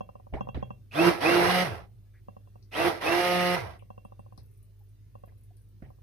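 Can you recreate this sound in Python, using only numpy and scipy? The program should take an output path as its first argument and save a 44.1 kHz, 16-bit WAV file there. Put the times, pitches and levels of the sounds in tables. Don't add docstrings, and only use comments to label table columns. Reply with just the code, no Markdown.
import sys
import numpy as np
from scipy import signal
from scipy.io import wavfile
from scipy.ndimage import uniform_filter1d

SR = 44100
rng = np.random.default_rng(int(sys.argv[2]) if len(sys.argv) > 2 else 0)


def generate_wav(sig):
    pcm = np.round(np.clip(np.atleast_2d(sig).T, -1, 1) * 32767).astype(np.int16)
    wavfile.write(sys.argv[1], SR, pcm)


def invert_db(x):
    u = np.asarray(x, float) / 20
    return 10 ** u


N = 265482
SIDE = np.array([[.5], [-.5]])


def evened(x):
    return x / np.sqrt(np.mean(x ** 2) + 1e-20)


def read(points, hz):
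    f, value = np.transpose(points)
    return np.interp(np.log(hz + 1), np.log(f + 1), value)


def add(mix, s, sound):
    part = mix[..., round(s * SR):][..., :sound.shape[-1]]
    part += sound[..., :part.shape[-1]]


def wander(count, rate_hz):
    slow = signal.butter(2, rate_hz, fs=SR, output="sos")
    return evened(signal.sosfilt(slow, rng.standard_normal(count)))


def noise(count, colour, same, lean, patchy_db, size=512):
    hz = np.fft.rfftfreq(size, 1 / SR)
    a, b, c, d, patches = rng.standard_normal((count * 4 // size + 5, len(hz), 5)).T
    patches = uniform_filter1d(patches, size=4, axis=0)
    patches = evened(uniform_filter1d(patches, size=12, axis=1))
    like = np.clip(read(same, hz), -1, 1)[:, None]
    left = a + 1j * b
    right = like * left + np.sqrt(1 - like ** 2) * (c + 1j * d)
    z = np.array([left, right]) * invert_db(colour(hz)[:, None] + patchy_db * patches)
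    z = z * invert_db(np.outer(SIDE, read(lean, hz)))[..., None]
    return signal.istft(z, nperseg=size, noverlap=size * 3 // 4)[1][:, :count]


def band_rms(x, lo, hi):
    band = signal.butter(4, [lo, hi], "band", fs=SR, output="sos")
    return np.std(signal.sosfilt(band, x.mean(0)))


def ring(modes, t, spread):
    out = 0
    for k, (hz, db, t60, lean_db, lead) in enumerate(modes):
        swing = 2 * np.pi * hz * (1 + spread * rng.standard_normal()) * t + 0.62 * k * k
        level_db = db + 2.1 * rng.standard_normal() - 60 * t / t60 + SIDE * lean_db
        out = out + invert_db(level_db) * np.sin(swing + SIDE * lead)
    return out


# (frequency [Hz], level [dB], waver [share])
FRIDGE_HUM = [(48.3, -61.5, 0.14), (74, -71, 1.9), (101, -55.5, .15), (113, -65.5, 2.2)]
# (frequency [Hz], level [dB per Hz])
ROOM_AIR = [(20, -12.5), (60, -5.5), (140, -3), (200, -8.5), (235, -12.5), (380, -12.5), (480, -19.5),
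            (800, -32), (2200, -33), (6500, -36), (9000, -36), (15400, -33.5)]
# (frequency [Hz], likeness [-1 to 1])
AIR_SAME = [(60, 0.54), (240, 0.22), (950, 0.42), (3770, 0.19), (15000, -0.21)]
# (frequency [Hz], left-right [dB])
AIR_LEAN = [(60, -2), (240, 0.5), (950, -0.5), (3770, -3), (15000, 4)]


def fridge():
    t, lag_rad, hum = np.arange(N) / SR, .6, 0
    for hz, db, waver in FRIDGE_HUM:
        drift = 1 + waver * (wander(N, 4) + 1j * wander(N, 4.3))
        line = (drift * np.exp(2j * np.pi * hz * t - 1j * SIDE * lag_rad)).real
        hum = hum + invert_db(db + 4.5) / np.hypot(1, waver) * line
    air = noise(N, lambda f: read(ROOM_AIR, f), AIR_SAME, AIR_LEAN, patchy_db=3.0, size=2048)
    return hum * invert_db(SIDE * -1) + invert_db(-70.5) * air / band_rms(air, 146, 15800)


# (time [s], knock level [dB], steel ring level [dB])
KNOCKS = [(0.006, -25, -47), (0.089, -37, -63), (0.153, -38, -64), (0.197, -45, -85), (0.267, -44, -84),
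          (0.407, -20.5, -41), (0.47, -31.5, -85), (0.487, -26, -46.5), (0.625, -22.5, -45.5),
          (0.704, -28, -51.5), (2.283, -34, -61), (2.365, -38, -65.5), (2.472, -52, -70.5),
          (2.555, -43.5, -69), (3.757, -45, -80), (3.822, -42, -65), (3.902, -33, -57), (3.977, -38.5, -59),
          (4.049, -36, -58.5), (4.12, -40.5, -70), (4.192, -38, -64), (4.261, -45, -74),
          (4.322, -42.5, -73), (4.376, -47.5, -86.5), (5.152, -39.5, -66), (5.235, -39.5, -63),
          (5.319, -53, -88.5), (5.902, -44, -83), (5.985, -55.5, -96)]
# (frequency [Hz], level [dB], T60 [s], left-right [dB], left lead [rad])
BOWL_MODES = [(192, 5, 0.15, -0.5, 4), (547.5, 15, 0.029, -4, 3.5), (760, 1, 0.15, -4.5, 2),
              (1010, -0.5, 0.042, 12, 5), (1125, 2, 0.04, 6, 4), (1546, -17.5, 0.15, 5.5, -3),
              (1870, -23.5, 0.054, -1, -1.5)]
BELL_MAIN = [(2727, 0.013, 0.21, -12, .3)]
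BELL_UPPER = [(3290, -12.5, 0.22, -18.5, 0.22), (5570, -24.5, 0.04, -32, 0), (6400, -20, 0.06, -7, 0)]


def knock(knock_db, ring_db):
    t = np.arange(9000) / SR
    hard_db = -39.5
    upper_db = hard_db + 1.3 * (ring_db - hard_db)
    damped = invert_db(-13 / (1 + np.exp(-(t - .013) / .0015)))
    onset = np.sin(np.minimum(t / 0.0035, 1) * np.pi / 2) ** 2
    bowl = ring(BOWL_MODES, t, spread=0.02) * damped * onset
    bell = invert_db(ring_db - 6.5) * ring(BELL_MAIN, t, spread=0.0022)
    bell = bell + invert_db(upper_db - 4.5) * ring(BELL_UPPER, t, spread=.001)
    sunk = invert_db(-10 / (1 + np.exp(-(t - .055) / 0.019)) + 0.65 * wander(len(t), 60))
    return invert_db(knock_db - 12) * bowl + bell * sunk * np.minimum(t / 0.0013, 1)


# (time [s], table boom level [dB], clatter level [dB])
THUDS = [
    (0.325, -33.5, -75),
    (0.337, -35.5, -49.5),
    (0.545, -32, -47.5),
    (4.377, -49, -72.5),
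    (5.276, -57, -73.5),
    (5.822, -44.5, -62.5),
    (5.859, -50, -73),
]
# (frequency [Hz], level [dB], T60 [s], left-right [dB], left lead [rad])
TABLE_MODES = [(66, 8, 0.38, -1.5, -1.4), (124, 0, 0.84, -1.5, -0.31), (202, -28, 0.19, -1, -1.2),
               (347.4, -12, 0.036, -21, -0.77), (690, -5, 0.054, 0.5, -.5), (1240, -51, 0.041, -7, 0.83),
               (1760, -36, 0.11, -9, 0.13), (2646, -29.5, 0.071, 1, 0.61)]
# (frequency [Hz], level [dB])
CLATTER = [(200, 15), (600, 11), (1300, -4), (1950, 1), (2500, -5), (4000, -17.5), (6500, -29),
           (9000, -40.5)]
# (frequency [Hz], likeness [-1 to 1])
CHURN_SAME = [(60, -1.6), (180, 1), (550, 0.15), (1650, 0.16), (4970, -0.042), (15000, 0.23)]
# (frequency [Hz], left-right [dB])
CHURN_LEAN = [(60, -15), (300, 0), (800, -2.5), (5800, -6), (7000, 1), (8500, 29), (10500, 11), (13000, 7),
              (15000, 1)]


def thud(boom_db, clatter_db):
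    t = np.arange(14000) / SR
    rattle = noise(len(t), lambda f: read(CLATTER, f), CHURN_SAME, CHURN_LEAN, patchy_db=3.5, size=256)
    rattle = rattle / band_rms(rattle, 1400, 3200)
    rattle = rattle * invert_db(clatter_db - 2 - 60 * t / 0.22) * np.minimum(t / 0.0011, 1)
    boom = ring(TABLE_MODES, t, spread=0.035) * np.minimum(t / 0.0042, 1)
    return invert_db(boom_db - 5.0) * boom + rattle


# (time [s], level [dB], start [Hz], end [Hz], length [s], wobble [share])
BUBBLES = [
    (0.36, -38, 554, 1110, 0.041, 0.086),
    (2.136, -66, 1880, 2010, 0.081, 0.14),
    (4.805, -68, 870, 760, 0.026, 0.063),
    (5.506, -62, 700, 730, 0.018, 0.017),
]


def bubble(db, start_hz, end_hz, length, wobble):
    part = np.minimum(np.arange(4000) / SR / length, 1)
    hz = (start_hz + (end_hz - start_hz) * part) * (1 + wobble * wander(len(part), 350))
    tone = np.sin(2 * np.pi * np.cumsum(hz) / SR)
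    return invert_db(db + 1.1 * wander(len(part), 170)) * tone * np.sin(np.pi * part ** 0.45)


LOADED_HZ = 175.4


def drive(pulses, freed, t):
    begin, rise, share, gained_hz = freed
    creep_hz, spin_up_s, brake_lag_s = 52, .037, .012
    build_s = 0.074
    clear = np.clip((t - begin) / rise, 0, 1)
    coast_s = .11 + (.08 - .11) * clear
    hz, level_db, shaft_db, held = np.zeros((4, len(t)))
    for on, off, churn_db, tone_db, build_db in pulses:
        now, since, after = t >= on, np.clip(t - on, 0, off - on), np.maximum(t - off, 0)
        top = LOADED_HZ + gained_hz * clear
        run = top - (top - np.interp(on, t, hz)) * np.exp(-since / spin_up_s)
        left = np.exp(-after ** 2 / (after + brake_lag_s) / coast_s)
        hz = np.where(now, creep_hz + (run - creep_hz) * left, hz)
        sag_db = build_db * np.exp(-since / build_s) + 3.5 * since
        drag_db = 5 * (t > off) + 58 * after * (1 - share * clear)
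        level_db = np.where(now, churn_db - sag_db - drag_db, level_db)
        shaft_db, held = np.where(now, tone_db, shaft_db), np.where(now, since, held)
    churn_db = uniform_filter1d(level_db, size=500) + 2.36 * 20 * np.log10(hz / LOADED_HZ + 1e-3)
    free = np.clip(share * clear * left, 0, 1)
    return hz, free, clear, churn_db, uniform_filter1d(shaft_db, size=900), held


PULSES = [
    [(.899, 1.097, -25.5, 4.5, 26), (1.203, 1.638, -30, -5.5, 1.5)],
    [(2.701, 2.888, -29.5, -11.5, 12.5), (3.007, 3.555, -31.5, -23, 2.5)],
]
# (time [s], rise [s], share [0-1], speed gained [Hz])
FREED = [
    (1.439, .12, 0.8, 6),
    (3.117, 0.128, 0.98, 2.6),
]
# (frequency [Hz], level [dB per Hz])
CHURN = [(35, -42), (70, -22), (150, -14), (240, -21), (330, -7.5), (600, -12.5), (1000, -9.5),
         (2200, -16.5), (3200, -21), (5700, -27.5), (6700, -38), (7500, -37), (8300, -48), (10500, -33),
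         (15400, -41.5)]
# (frequency [Hz], width [Hz], level [dB])
HOUSING = [(475, 43, 6), (700, 150, 8), (1330, 13, 6.5), (1607, 48, 4), (1925, 25, 9.5), (2043, 92, 5.5),
           (2328, 140, 2.5), (5310, 440, 1.5)]
# (shaft multiple, level against the fourth [dB])
UPPER_ORDERS = [(3, -2), (4, 0), (5, -7), (6, -15), (7, -5.5), (8, -15), (10, -17)]
# (frequency [Hz], level over churn [dB])
FIRST_PATH = [(100, -8.5), (135, -6), (160, -7), (180, -0.5)]
SECOND_PATH = [(230, -10.5), (295, 0.5), (322, 8), (340, 5.5), (349, 7), (356, -0.5), (364, -15)]
FOURTH_PATH = [(420, -10), (600, -15), (660, 3.5), (730, -8.5)]
# (shaft speed [Hz], level [dB])
COAST_PATH = [(60, 7), (85, 11.5), (105, 14.5), (135, 8), (180, -4)]
# (frequency [Hz], level [dB])
WHINE_PATH = [(1800, -30), (2350, -12), (2560, 5), (2850, 0), (3250, 1), (3550, -3), (3800, -20)]


def motor(pulses, freed):
    start, end = pulses[0][0], pulses[-1][1] + .245
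    t = start + np.arange(50000) / SR
    hz, free, clear, churn_db, shaft_db, held = drive(pulses, freed, t)
    powered = uniform_filter1d(sum((t > on) & (t < off) for on, off, *_ in pulses) * 1., size=600)
    clogged = np.clip((held - .11) / .04, 0, 1) * (1 - free)

    coast_db = (1 - powered) * (clear * read(COAST_PATH, hz) + (1 - clear) * -12)
    steadied = np.clip((t - freed[0]) / 0.31, 0, 1)
    first_db = churn_db + coast_db + read(FIRST_PATH, hz) + shaft_db + steadied * (4 - shaft_db)
    below_speed = np.clip((LOADED_HZ - hz) / 11, 0, 1)
    second_db = churn_db + read(SECOND_PATH, 2 * hz) + .4 * shaft_db * below_speed
    second_db = second_db - 28.5 * np.maximum(held - .17, 0)
    fourth_db = churn_db - clogged + read(FOURTH_PATH, 4 * hz) + 8 * free
    first_db = np.minimum(first_db, fourth_db - 4.5 + 40 * (1 - free))
    second_db = second_db + free ** 6 * (fourth_db - 5 - second_db)

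    shudder = .001 + .0015 * np.maximum(178 - hz, 0) ** .7
    turn = 2 * np.pi * np.cumsum(hz * (1 + shudder * wander(len(t), 30))) / SR

    def order(k, db):
        level = np.sqrt(2) * invert_db(db + (2.0 - 1.3 * free) * wander(len(t), 16))
        return level * np.sin(k * turn + 2 * np.pi * rng.random() + SIDE * -.6 * np.cos(np.pi * k))

    upper = sum(order(k, fourth_db + db - (k != 4) * 8 * (1 - free)) for k, db in UPPER_ORDERS)
    tones = order(1, first_db) + (.4 + .6 * powered) * order(2, second_db)
    tones = tones + (.15 + .85 * powered) * upper

    whine = sum(order(k, churn_db + db + read(WHINE_PATH, k * hz)) for k, db in ((16, -6.5), (24, -8.5)))
    broken_db = 2.5 * (1 - .6 * free) * wander(len(t), 28)
    whine = whine * invert_db(3.5 * (0.5 - free) - 9 * clogged + broken_db) * powered
    whine = whine * (1 + 2 * invert_db(-11) * np.cos(2 * np.pi * 102.1 * t))
    buzz = signal.lfilter(*signal.iirpeak(2540, 2540 / 150, SR), rng.standard_normal(len(t)))
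    inrush = held / .038 * np.exp(1 - held / .038)
    whine = whine + invert_db(-48) * evened(buzz) * powered * inrush ** 3

    def colour(f):
        return read(CHURN, f) + sum(db * np.exp(-((f - at) / w) ** 2) for at, w, db in HOUSING)

    churn = noise(len(t), colour, CHURN_SAME, CHURN_LEAN, patchy_db=1.7, size=1024)
    throb = 1 + 0.13 * np.cos(turn)
    churn = churn / band_rms(churn, 1400, 8100) * throb * invert_db(churn_db + 0.74 * wander(len(t), 32))
    rattle = signal.oaconvolve(churn, signal.firwin(255, 1600, fs=SR)[None], "same")
    slow = np.clip((150 - hz) / 70, 0, 1)
    churn = churn - (.68 * free + .6 * slow * powered * (1 - free)) * rattle
    churn = churn + .4 * clear * (1 - powered) * invert_db(3.5 * wander(len(t), 18)) * rattle
    fade = np.clip(np.minimum((t - start - .009) / .006, (end - t) / .09), 0, 1)
    return start, (churn + (tones + whine) * invert_db(-3.3 * SIDE)) * fade


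# (time [s], level [dB], centre [Hz])
CRACKLES = [(3.790, -62, 9300), (4.048, -60.5, 9220), (4.193, -65, 8700), (4.329, -69, 11060),
            (4.376, -56, 9630), (4.432, -60.5, 11730), (4.461, -61.5, 11250), (4.514, -64, 10960),
            (4.538, -64, 9300), (4.574, -60, 10050), (4.628, -56, 9800), (4.793, -61, 12800),
            (4.837, -63.5, 12700), (4.889, -66, 9370), (5.188, -71, 10900), (5.259, -60, 11590),
            (5.379, -62.5, 10350), (5.410, -65, 10800), (5.435, -58.5, 10060), (5.568, -58, 9620),
            (5.617, -64.5, 9710), (5.687, -67, 11050), (5.898, -68.5, 11880)]
SNAPS = [
    (2.626, -56.5, 4760),
    (3.794, -52.5, 2470),
    (4.377, -49.5, 4430),
    (5.569, -68.5, 4470),
]


def crackle(db, hz):
    t = np.arange(8000) / SR
    edges = np.clip([hz / 1.13, hz * 1.24], 50, 16000)
    band = signal.butter(3, edges, "band", fs=SR, output="sos")
    fizz = evened(signal.sosfilt(band, rng.standard_normal((2, len(t)))))
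    decay = invert_db(-60 * t / 0.0081) + 0.43 * invert_db(-60 * t / 0.16)
    return invert_db(db - 4.0) * fizz * decay * invert_db(5 * SIDE)


# (frequency [Hz], T60 [s])
ROOM_T60 = [(100, 0.66), (1000, 0.23), (8000, 0.033)]


def room(x):
    taps = np.zeros((2, SR // 2))
    at = np.arange(200, SR // 2 - 20, 20)
    spots = at + rng.integers(0, 20, (2, len(at)))
    np.put_along_axis(taps, spots, rng.choice([-1., 1.], (2, len(at))), 1)
    hz, t, z = signal.stft(taps, SR, nperseg=256)
    tail = signal.istft(z * invert_db(-60 * t / read(ROOM_T60, hz)[:, None]), SR, nperseg=256)[1]
    return signal.fftconvolve(x, tail / np.linalg.norm(tail[0]), axes=1)[:, :N]


def scene():
    pulses, small = np.zeros((2, N)), np.zeros((2, N))
    for s, *blow in KNOCKS:
        add(small, s, knock(*blow))
    for s, *blow in THUDS:
        add(small, s, thud(*blow))
    for s, *pocket in BUBBLES:
        add(small, s, bubble(*pocket)[None])
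    for pair, freed in zip(PULSES, FREED):
        add(pulses, *motor(pair, freed))
    for s, *snap in CRACKLES + SNAPS:
        add(small, s, crackle(*snap))
    echoed = pulses + invert_db(-20) * room(pulses)
    return echoed + small + invert_db(-26.0) * room(small) + fridge()


def top_cut(x):
    return signal.sosfilt(signal.butter(12, 15680, fs=SR, output="sos"), x)


def record(dry):
    notch = signal.iirnotch(7420, 7420 / 900, SR)
    dipped = .15 * dry + .85 * signal.lfilter(*notch, dry)
    lowpass = signal.firwin(1023, 15480, window=("kaiser", 9), fs=SR)
    limited = signal.oaconvolve(dipped, lowpass[None], "same")
    return top_cut(limited)


dry = scene()
out = record(dry)
generate_wav(out)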